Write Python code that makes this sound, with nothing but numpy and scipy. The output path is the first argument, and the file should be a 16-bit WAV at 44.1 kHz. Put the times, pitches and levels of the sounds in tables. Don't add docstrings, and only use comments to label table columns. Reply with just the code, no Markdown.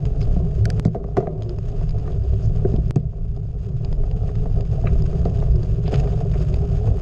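import sys
import numpy as np
from scipy import signal
from scipy.fft import rfft, irfft
from scipy.io import wavfile
from scipy.ndimage import uniform_filter1d

SR = 44100
rng = np.random.default_rng(int(sys.argv[2]) if len(sys.argv) > 2 else 0)


def waveform_to_disk(signal):
    frames = np.transpose(np.atleast_2d(signal))
    scaled = np.clip(frames, -1, 1) * 32767
    samples = np.round(scaled).astype(np.int16)
    wavfile.write(sys.argv[1], SR, samples)


N = 309141

# (time [s], unevenness [dB], gravel cover [dB])
ROAD = [(0.0, -1, -0.5), (0.45, -0.5, 0.5), (0.7, 0, -1), (1.4, 1.5, 2.5), (2.0, -3, -0.5), (2.4, -1, -0.5),
        (2.8, -0.5, -2), (3.3, 3, 0), (3.8, 0.5, 0), (4.2, -2.5, -1), (4.55, -1.5, -0.5), (4.9, 0.5, 1),
        (5.8, -0.5, 0.5), (6.35, 1, 1.5), (6.75, 0.5, 1.5), (7.01, -1, 1)]
# (time [s], fade length [s], drumming change [dB], grit change [dB])
ROLLING_CHANGES = [(0.648, 0.25, 6.5, 2.5), (0.955, 0.28, 9, -7), (1.19, 0.47, 10.5, -8),
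                   (1.84, 0.24, -3.5, -0.5), (2.68, 0.12, 9, 7), (4.843, 0.13, 2, -1),
                   (5.226, 0.23, -1, 0.5), (5.825, 0.17, -1, 4.5), (5.906, 0.23, 9, 8)]
# (frequency [Hz], nominal width [Hz], relative level [dB])
FRAME_MODES = [(52.4, 7.2, 1.5), (66.6, 5.15, 0.5), (100.9, 6.15, -1.5), (110.3, 12.3, 1),
               (123.6, 28, -9.5), (144.4, 14, -1.5), (154.8, 13.4, -5.5), (174.1, 7, -10.5)]
# (time [s], level [dB], nominal pitch [Hz])
RIPPLES = [(0.619, -14, 108), (0.748, -18, 108.3), (1.97, -18.5, 106.7), (2.309, -14, 64.7),
           (2.46, -17.5, 110.1), (3.75, -22.5, 139.1), (4.931, -12.5, 65.1), (5.51, -10.5, 63.4),
           (5.99, -16, 143.7), (6.9, -14.5, 103.9)]
# (frequency [Hz], width [Hz], relative level [dB])
CASE_MODES = [(1100, 73, -8), (1225, 230, 1), (2590, 130, -18.5), (4730, 77, -15.5), (5000, 72, -19),
              (6230, 80, -16), (9400, 75, -19.5), (11750, 150, -42)]
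# (time [s], relative thump [dB], relative body [dB], relative clack [dB],
# body pitch [Hz], crack level [dB], crack pitch [Hz])
KNOCKS = [(0.362, -18, -29, -54, 606, -29.5, 700), (0.8525, -9.5, -25, -47, 456, -20, 600),
          (0.873, -25, -31, -54, 420, -48, 700), (0.9475, -28, -22, -48, 590, -23, 715),
          (0.957, -27, -25, -54, 394, -38, 500), (1.042, -32, -31.5, -55, 500, -33, 1140),
          (1.169, -16, -15.5, -31, 654, -10, 700), (1.1723, -22.5, -38, -48, 706, -21, 1075),
          (1.179, -21.5, -14, -57, 370, -32, 395), (1.203, -33, -28, -44.5, 700, -35, 760),
          (1.226, -40, -26, -56, 610, -34, 700), (1.272, -27.5, -22.5, -53.5, 600, -31, 1240),
          (1.812, -32, -36, -54, 560, -41, 1000), (2.055, -44, -39, -48.5, 430, -41, 1200),
          (2.076, -44, -32.5, -44, 437, -41, 1100), (2.649, -18.5, -18.5, -59, 380, -25, 482),
          (2.651, -32, -29, -63, 420, -33, 1500), (2.7365, -17, -30, -71, 383, -22, 292),
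          (2.781, -21.5, -30.5, -67, 397, -44, 700), (2.959, -10.5, -23.5, -46.5, 470, -41, 980),
          (3.133, -41, -43, -70, 566, -44, 1100), (4.035, -37, -35.5, -53, 446, -33, 595),
          (4.458, -25.5, -32, -51, 607, -25.5, 700), (4.777, -45, -33.5, -61, 600, -41, 720),
          (4.839, -22, -24, -55, 690, -36, 700), (4.857, -33, -37, -48, 450, -27, 600),
          (4.872, -37, -28, -44, 437, -33, 1400), (5.128, -36, -37, -49, 393, -28, 500),
          (5.253, -19, -21, -42.5, 570, -31, 660), (5.424, -44, -28.5, -46.5, 544, -30.5, 870),
          (5.879, -31, -31, -56, 560, -32, 640), (5.928, -21.5, -25, -53, 580, -22.5, 685),
          (6.033, -36, -30, -51, 644, -34, 680), (6.073, -32, -50, -43.5, 560, -38, 646),
          (6.207, -38, -27.5, -54, 640, -30, 710), (6.874, -28.5, -26.5, -46, 500, -24, 690),
          (6.982, -50, -44, -54, 600, -33, 760)]
# (nominal frequency [Hz], relative level [dB], 60 dB decay [s])
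MOUNT_MODES = [(118, -1.5, 0.11), (161, -6.5, 0.21), (198, -12.5, 0.19), (269, -10, 0.058),
               (383, 5.5, 0.069), (439, -4, 0.12), (500.4, -9.5, 0.17), (570, 0, 0.027), (605, -12, 0.15),
               (675, 1.5, 0.068), (722, -5, 0.067), (1020, -3.5, 0.025), (1224, 5.5, .05),
               (1490, -8.5, 0.089), (1980, -7.5, 0.069)]
# (time [s], level [dB], lowest [Hz], highest [Hz], hold [s], 60 dB decay after the hold [s])
CRUNCHES = [(0.205, -49.5, 1450, 6340, 0.007, 0.068), (0.217, -51, 4100, 5300, 0.017, 0.041),
            (0.848, -40.5, 1400, 2290, 0.0033, 0.025), (0.85, -40, 3500, 7700, 0.0022, 0.021),
            (0.864, -53, 3600, 6330, .005, 0.02), (1.166, -38, 900, 2200, 0.0054, 0.029),
            (1.268, -46, 1100, 2380, 0.0045, 0.029), (1.788, -50.5, 855, 2360, 0.004, 0.03),
            (2.425, -58, 4300, 6900, 0.037, 0.05), (2.958, -36.5, 1400, 7700, 0.0017, 0.011),
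            (4.29, -43, 820, 2200, .002, 0.03), (4.853, -49, 900, 2700, 0.041, 0.071),
            (4.869, -32.5, 1180, 2800, .007, 0.018), (4.865, -53.5, 3800, 4140, 0.016, 0.023),
            (5.421, -48, 900, 2440, .007, 0.016), (5.855, -48.5, 1500, 4200, .025, 0.2),
            (5.938, -34.5, 1230, 3540, 0.0056, 0.074), (5.943, -51.5, 3450, 7150, 0.0076, 0.04),
            (6.336, -45, 900, 2310, .012, 0.059)]
# (time [s], relative level [dB], pitch [Hz])
STONES = [(0.054, -22.5, 2620), (0.215, -23, 2580), (0.227, -29, 5000), (1.4225, -24.5, 3220),
          (1.433, -30, 4770), (1.494, -23.5, 4600), (1.586, -27.5, 2400), (1.812, -35, 2000),
          (1.893, -31, 5000), (1.902, -43, 2600), (1.908, -32.5, 4700), (1.985, -35, 5000),
          (1.997, -38, 4900), (2.012, -45, 3400), (2.026, -50, 4700), (2.12, -32, 3400), (2.132, -36, 2800),
          (2.237, -41, 4700), (2.341, -33, 3000), (2.39, -41, 3100), (2.6805, -33, 3000),
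          (2.763, -32.5, 3200), (3.848, -27, 3700), (3.928, -20.5, 4630), (3.364, -34, 3600),
          (4.113, -24.5, 2620), (4.355, -29, 3400), (4.608, -23.5, 3350), (4.653, -29, 2100),
          (5.022, -29, 4800), (5.152, -40, 3600), (5.253, -28, 3600), (5.402, -30.5, 3200),
          (5.559, -33, 4850), (5.632, -23.5, 4600), (5.879, -19.5, 2730), (5.942, -23.5, 2500),
          (5.949, -32, 4700), (5.958, -18.5, 3400), (6.001, -25, 2700), (6.045, -34, 2520),
          (6.073, -30, 2400), (6.128, -27, 3000), (6.138, -30, 3400), (6.315, -25, 2900),
          (6.481, -34, 5000), (6.542, -21, 2800)]
# (time [s], relative level [dB])
CLICKS = [(0.655, -15.5), (0.7026, -16)]
# (start time [s], end time [s], depth [dB], snap peak [dB])
DIPS = [(0.7973, 0.848, -7.5, -14), (2.909, 2.962, -10, -16)]
# (time [s], rise [dB])
GUSTS = [(0.29, 9), (1.82, 8.5), (2.602, 8.5), (3.281, 8.5), (3.981, 10.5), (4.501, 7), (4.982, 8.5),
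         (5.519, 7.5), (6.75, 3)]
# (frequency [Hz], relative level [dB])
TYRE_COLOUR = [(120, -8.5), (208, -22), (235, -1.5), (280, 0), (318, -15), (362, 0), (398, 11), (445, 0),
               (555, -7), (665, -1.5), (740, -7.5), (850, -23.5), (1250, -24.5), (1700, -44.5)]
GRIT_COLOUR = [(500, -1.5), (1000, -3), (1500, 3.5), (2150, -2.5), (2500, 4), (3400, -0.5), (4250, -5),
               (4700, 2), (5150, 0), (5950, -10), (6520, 1.5), (7300, -8.5), (9400, -16), (12500, -43.5)]
TICK_COLOUR = [(600, 19.5), (1500, 0), (3000, 0), (4200, -3.5), (5000, 4.5), (5900, -19.5), (6550, -1),
               (8000, -20.5), (10000, -33.5), (14000, -43.5)]
CLICK_COLOUR = [(700, -18), (1100, -18), (1450, 11.5), (2600, 0.5), (3600, -8), (4700, 6), (7000, -8),
                (10000, -14), (14000, -33)]
RATTLE_COLOUR = [(300, -12.5), (700, 10.5), (1000, 0), (1500, -7.5), (2000, -5), (3000, -15), (6500, -18),
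                 (12000, -49)]
DROP_COLOUR = [(200, 21), (600, 7.5), (1500, -1), (5000, -12), (9000, -18.5), (14000, -37)]
BUFFET_COLOUR = [(10, -13.5), (23, -4.5), (27, -6), (33, 3), (40, -18), (80, -36.5), (200, -34.5),
                 (600, -59.5)]
CHIP_PITCHES_HZ = (1400, 2200, 3000, 3600, 4900)

SHAKE_DB, SHAKE_FOLLOWS = -19.97, 1.08
DRUM_DB, DRUM_FOLLOWS = -36.5, 1.8
GRIT_DB, GRIT_FOLLOWS = -66.5, 2
CHANGE_ONSET_S = 0.012
SWAY_LUMPS_DB, GRIT_SURGE_DB = 1.0, 1.0
DRUM_LUMPS_DB, DRUM_BRIGHT_SWING_DB, DRUM_WANDER = 1.9, 1.6, 0.035
DRUM_BRIGHT_HZ = 500
RIPPLE_S, RIPPLE_WANDER = 0.026, 0.04075
CHIPS_PER_S, CHIP_OVER_GRIT_DB, CHIP_SPREAD_DB = 48, 17.5, 2.7
BUMPS_PER_S, LIGHT_BUMP_DB, LIGHT_BUMP_HZ = 1.5, (-40, -41, -55), 538.5
BUMP_SPREAD_DB = 2.5
CRACK_CYCLES = 14.6
CRUNCH_RISE_S = 0.002
SAG_DB, SAG_HOLD_S, SAG_RECOVER_S, WIND_SAG = -8.5, 0.51, 0.7, 0.78
WIND_DB, GUST_S = -27, 0.15
CUTOFF_HZ = 15000


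def from_db(db):
    return 10 ** (np.asarray(db) / 20)


def rms_one(x):
    return x / np.sqrt(np.mean(x ** 2) + 1e-20)


def in_time(rows):
    s, *columns = np.transpose(rows)
    return [np.interp(np.arange(N) / SR, s, c) for c in columns]


def add(out, s, sound):
    at = int(np.clip(round(s * SR), 0, N - 1))
    out[at:at + len(sound)] += sound[:N - at]


def drift(rate):
    step = 40
    r = np.exp(-2 * step * np.pi * rate / SR)
    noise = rng.standard_normal(N // step + 2002)
    slow = signal.lfilter([1], [1, -2 * r, r * r], noise)[2000:]
    return np.interp(np.arange(N) / step, np.arange(len(slow)), rms_one(slow))


def resonate(x, hz, width_hz):
    r = np.exp(-np.pi * width_hz / SR)
    feedback = [1, -2 * r * np.cos(2 * np.pi * hz / SR), r * r]
    return signal.lfilter(np.array([1, 0, -1]) * (1 - r * r) / 2, feedback, x)


def colour(x, spectrum, size=8192):
    hz, db = np.transpose(spectrum)
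    grid = np.maximum(np.arange(size // 2 + 1) * SR / size, 1)
    gain = from_db(np.interp(np.log(grid), np.log(hz), db))
    cepstrum = irfft(np.log(gain))
    cepstrum[1:size // 2] *= 2
    cepstrum[size // 2 + 1:] = 0
    response = irfft(np.exp(rfft(cepstrum)))
    return signal.fftconvolve(x, response)[:len(x)]


def low_pass(x, hz, order=2):
    return signal.sosfilt(signal.butter(order, min(hz, SR / 2 - 1), fs=SR, output="sos"), x)


def even_out(x, seconds):
    power = uniform_filter1d(x * x, max(int(seconds * SR), 1))
    return x / np.sqrt(np.maximum(power, 1e-20))


def grains(per_s, spread_db, largest):
    heights_db = spread_db * np.minimum(rng.exponential(1, N), largest)
    sizes = from_db(heights_db) * rng.choice([-1, 1], N)
    return rms_one(sizes * (rng.random(N) < per_s / SR))


def burst(t60, scuff_db, size=2048):
    decay = from_db(-60 * np.arange(size) / SR / t60)
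    scuff = from_db(scuff_db) * rng.standard_normal(size) * decay
    scuff[0] += 1
    return scuff


def frame(shake_db):
    sway = np.zeros(N)
    for hz, width, db in FRAME_MODES:
        narrow = resonate(rng.standard_normal(N), hz, 2.63 * width)
        sway += from_db(db) * rms_one(resonate(narrow, hz, 0.97 * width))
    lumpy = sway * from_db(SWAY_LUMPS_DB * drift(11))
    return from_db(shake_db) * even_out(lumpy, seconds=0.24)


def ripples():
    t = np.arange(N) / SR
    wandering_t = np.cumsum(1 + RIPPLE_WANDER * drift(7.2)) / SR
    out = np.zeros(N)
    for s, db, hz in RIPPLES:
        swell = np.exp(-((t - s) / RIPPLE_S) ** 2 / 2)
        out += from_db(db) * swell * np.sin(2 * np.pi * hz * wandering_t)
    return out


def tyres(drum_db):
    pebbles = grains(per_s=900, spread_db=3.0, largest=6.95) * from_db(DRUM_LUMPS_DB * drift(12))
    soft = low_pass(pebbles, DRUM_BRIGHT_HZ, order=1)
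    force = soft + (pebbles - soft) * from_db(DRUM_BRIGHT_SWING_DB * drift(6))
    drumming = low_pass(colour(force, TYRE_COLOUR), hz=2200)
    read_at = np.cumsum(1 + DRUM_WANDER * drift(4)) % N
    wandering = np.interp(read_at, np.arange(N), drumming)
    return from_db(drum_db) * even_out(wandering, seconds=0.23)


def rolling_changes():
    total = np.zeros((2, N))
    for s, length, drum_db, grit_db in ROLLING_CHANGES:
        full = s + CHANGE_ONSET_S
        total += np.array(in_time([(s, 0, 0), (full, drum_db, grit_db), (full + length, 0, 0)]))
    return total


def grit(crunch_db):
    clumps = from_db(2.3 * drift(22))
    crackle = grains(per_s=1100, spread_db=3.0, largest=3.5) * clumps
    crackle = crackle + 0.3 * rng.standard_normal(N)
    ringing = case_rings(crackle)
    contacts = grains(per_s=260, spread_db=4.0, largest=3.8) * clumps
    pitches = np.geomspace(900, 7000, 14)
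    dealt = rng.integers(0, len(pitches), N)
    chips = np.zeros(N)
    for k, hz in enumerate(pitches):
        own = contacts * (dealt == k) + 1e-18
        chips += resonate(own, hz, 0.094 * hz) / np.sqrt(hz)
    fine = from_db(6.0) * rms_one(colour(crackle, GRIT_COLOUR))
    coarse = from_db(-8.0) * rms_one(colour(chips, GRIT_COLOUR))
    return from_db(crunch_db) * (fine + ringing + coarse)


def case_rings(x):
    return sum(from_db(db) * rms_one(resonate(x, hz, width)) for hz, width, db in CASE_MODES)


def spat_chips(grit_db):
    flurries = from_db(4 * drift(14))
    spread = CHIP_SPREAD_DB * np.clip(rng.standard_normal(N), -2, 2)
    sizes = from_db(grit_db + CHIP_OVER_GRIT_DB + spread)
    contact = signal.unit_impulse(512)
    ticks = []
    for hz in CHIP_PITCHES_HZ:
        ticks.append(colour(contact + 4 * resonate(contact, hz, width_hz=450), GRIT_COLOUR))
    dealt = rng.integers(0, len(ticks), N)
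    out = np.zeros(N)
    for at in np.flatnonzero(rng.random(N) < CHIPS_PER_S * flurries / SR):
        tick = ticks[dealt[at]]
        add(out, at / SR, sizes[at] * tick / np.abs(tick).max())
    return out


def knocks(bumps):
    out, t = np.zeros(N), np.arange(SR // 3) / SR
    chance = rng.standard_normal((len(bumps), len(MOUNT_MODES), 2))
    envelopes = [(1 - np.exp(-t * hz / 0.83)) * from_db(-60 * t / t60) for hz, _, t60 in MOUNT_MODES]
    for (s, thump_db, body_db, clack_db, pitch_hz, crack_db, crack_hz), draws in zip(bumps, chance):
        crack = from_db(crack_db - 60 * t * crack_hz / CRACK_CYCLES)
        add(out, s, crack * np.sin(2 * np.pi * crack_hz * t))
        for k, ((hz, db, _), (size, detune)) in enumerate(zip(MOUNT_MODES, draws)):
            if hz < 300:
                force_db = thump_db + 7.5
            elif hz < 850:
                force_db = body_db + 3.0 - 13 * abs(np.log2(hz / pitch_hz))
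            else:
                force_db = clack_db + 1.0
            phase = k * np.pi * (np.sqrt(5) - 1)
            ring = np.sin(2 * np.pi * hz * (1 + 0.047 * detune) * t + phase)
            add(out, s, from_db(force_db + db + 1.0 * size) * envelopes[k] * ring)
        dying = from_db(-60 * t / 0.07) + from_db(-16.5) * from_db(-60 * t / 0.48)
        rattle = rms_one(colour(rng.standard_normal(len(t)), RATTLE_COLOUR))
        add(out, s, from_db(clack_db - 0.5) * rattle * dying)
    return out


def chance_hits(per_s, ride_db):
    draws = zip(rng.standard_normal(200), rng.random(200))
    hits = np.flatnonzero(rng.random(N) < per_s * from_db(ride_db) / SR)
    return [(at / SR, ride_db[at], size, share) for at, (size, share) in zip(hits, draws)]


def light_bumps(ride_db):
    rows = []
    for s, db, size, share in chance_hits(BUMPS_PER_S, ride_db):
        thump_db, body_db, clack_db = np.array(LIGHT_BUMP_DB) + db + BUMP_SPREAD_DB * size
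        hz = LIGHT_BUMP_HZ * 2 ** (0.65 * (share - 0.5))
        rows.append((s, thump_db, body_db, clack_db, hz, body_db, hz))
    return rows


def crunches():
    out, t = np.zeros(N), np.arange(SR // 5) / SR
    for s, db, low_hz, high_hz, hold, t60 in CRUNCHES:
        fractures = rng.standard_normal(len(t)) * (1 + 3 * (rng.random(len(t)) < 2000 / SR))
        ringing = sum(1.5 * resonate(fractures, hz, width) for hz, width, _ in CASE_MODES)
        edges = [low_hz, max(high_hz, 1.05 * low_hz)]
        band_filter = signal.butter(6, edges, "band", fs=SR, output="sos")
        band = signal.sosfilt(band_filter, fractures + ringing)
        rise = np.minimum(t / CRUNCH_RISE_S, 1)
        decay = from_db(db - 60 * np.maximum(t - hold, 0) / t60)
        add(out, s, even_out(band, seconds=0.011) * rise * decay)
    return out


def stones(flung):
    out = np.zeros(N)
    for s, db, hz in flung:
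        contact = burst(t60=0.012, scuff_db=-11)
        tick = colour(contact + 1.2 * resonate(contact, hz, width_hz=900), TICK_COLOUR)
        add(out, s, from_db(db + 11.0) * tick / np.linalg.norm(tick))
    return out


def clicks():
    out = np.zeros(N)
    for s, db in CLICKS:
        snap = colour(burst(t60=0.018, scuff_db=-22.0), CLICK_COLOUR)
        add(out, s, from_db(db - 2.0) * snap / np.abs(snap).max())
    for s, _, _, snap_db in DIPS:
        snap = colour(signal.unit_impulse(1024), DROP_COLOUR)
        add(out, s, from_db(snap_db) * snap / np.abs(snap).max())
    return out


def dips():
    t = np.arange(N) / SR
    total_db = np.zeros(N)
    for start, end, depth_db, _ in DIPS:
        fall = np.clip((t - start) / 0.0063, 0, 1)
        total_db += depth_db * fall * np.clip((end - t) / 0.013, 0, 1)
    return from_db(total_db)


def sag():
    total_db = np.zeros(N)
    for _, s, _, _ in DIPS:
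        held = s + SAG_HOLD_S
        curve = [(s - 0.012, 0), (s, SAG_DB), (held, SAG_DB), (held + SAG_RECOVER_S, 0)]
        total_db += in_time(curve)[0]
    return total_db


def wind(buffet_db):
    eddies = low_pass(colour(rng.standard_normal(N), BUFFET_COLOUR, size=32768), hz=500)
    return from_db(buffet_db) * even_out(eddies, seconds=0.17)


def gusts():
    t = np.arange(N) / SR
    return sum(rise_db * np.exp(-((t - s) / GUST_S) ** 2) for s, rise_db in GUSTS)


def scene():
    uneven_db, gravel_db = in_time(ROAD)
    sag_db = sag()
    drum_change_db, grit_change_db = rolling_changes()
    grit_db = GRIT_DB + GRIT_FOLLOWS * gravel_db + grit_change_db + sag_db
    grit_db = grit_db + GRIT_SURGE_DB * drift(4.5)
    rolling = frame(SHAKE_DB + SHAKE_FOLLOWS * uneven_db + sag_db) + ripples()
    rolling += tyres(DRUM_DB + DRUM_FOLLOWS * gravel_db + drum_change_db + sag_db)
    rolling += grit(grit_db) + spat_chips(grit_db)
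    rolling += wind(WIND_DB + gusts() + WIND_SAG * sag_db)
    bumps = list(KNOCKS) + light_bumps(uneven_db + sag_db)
    hits = knocks(bumps) + crunches() + stones(STONES) + clicks()
    return (rolling * dips() + hits)[None]


def record(dry):
    ceiling = 0.68
    rounded = dry / (1 + (dry / ceiling) ** 6) ** (1 / 6)
    return signal.sosfilt(signal.cheby2(12, 70, CUTOFF_HZ, fs=SR, output="sos"), rounded)


dry = scene()
out = record(dry)
waveform_to_disk(out)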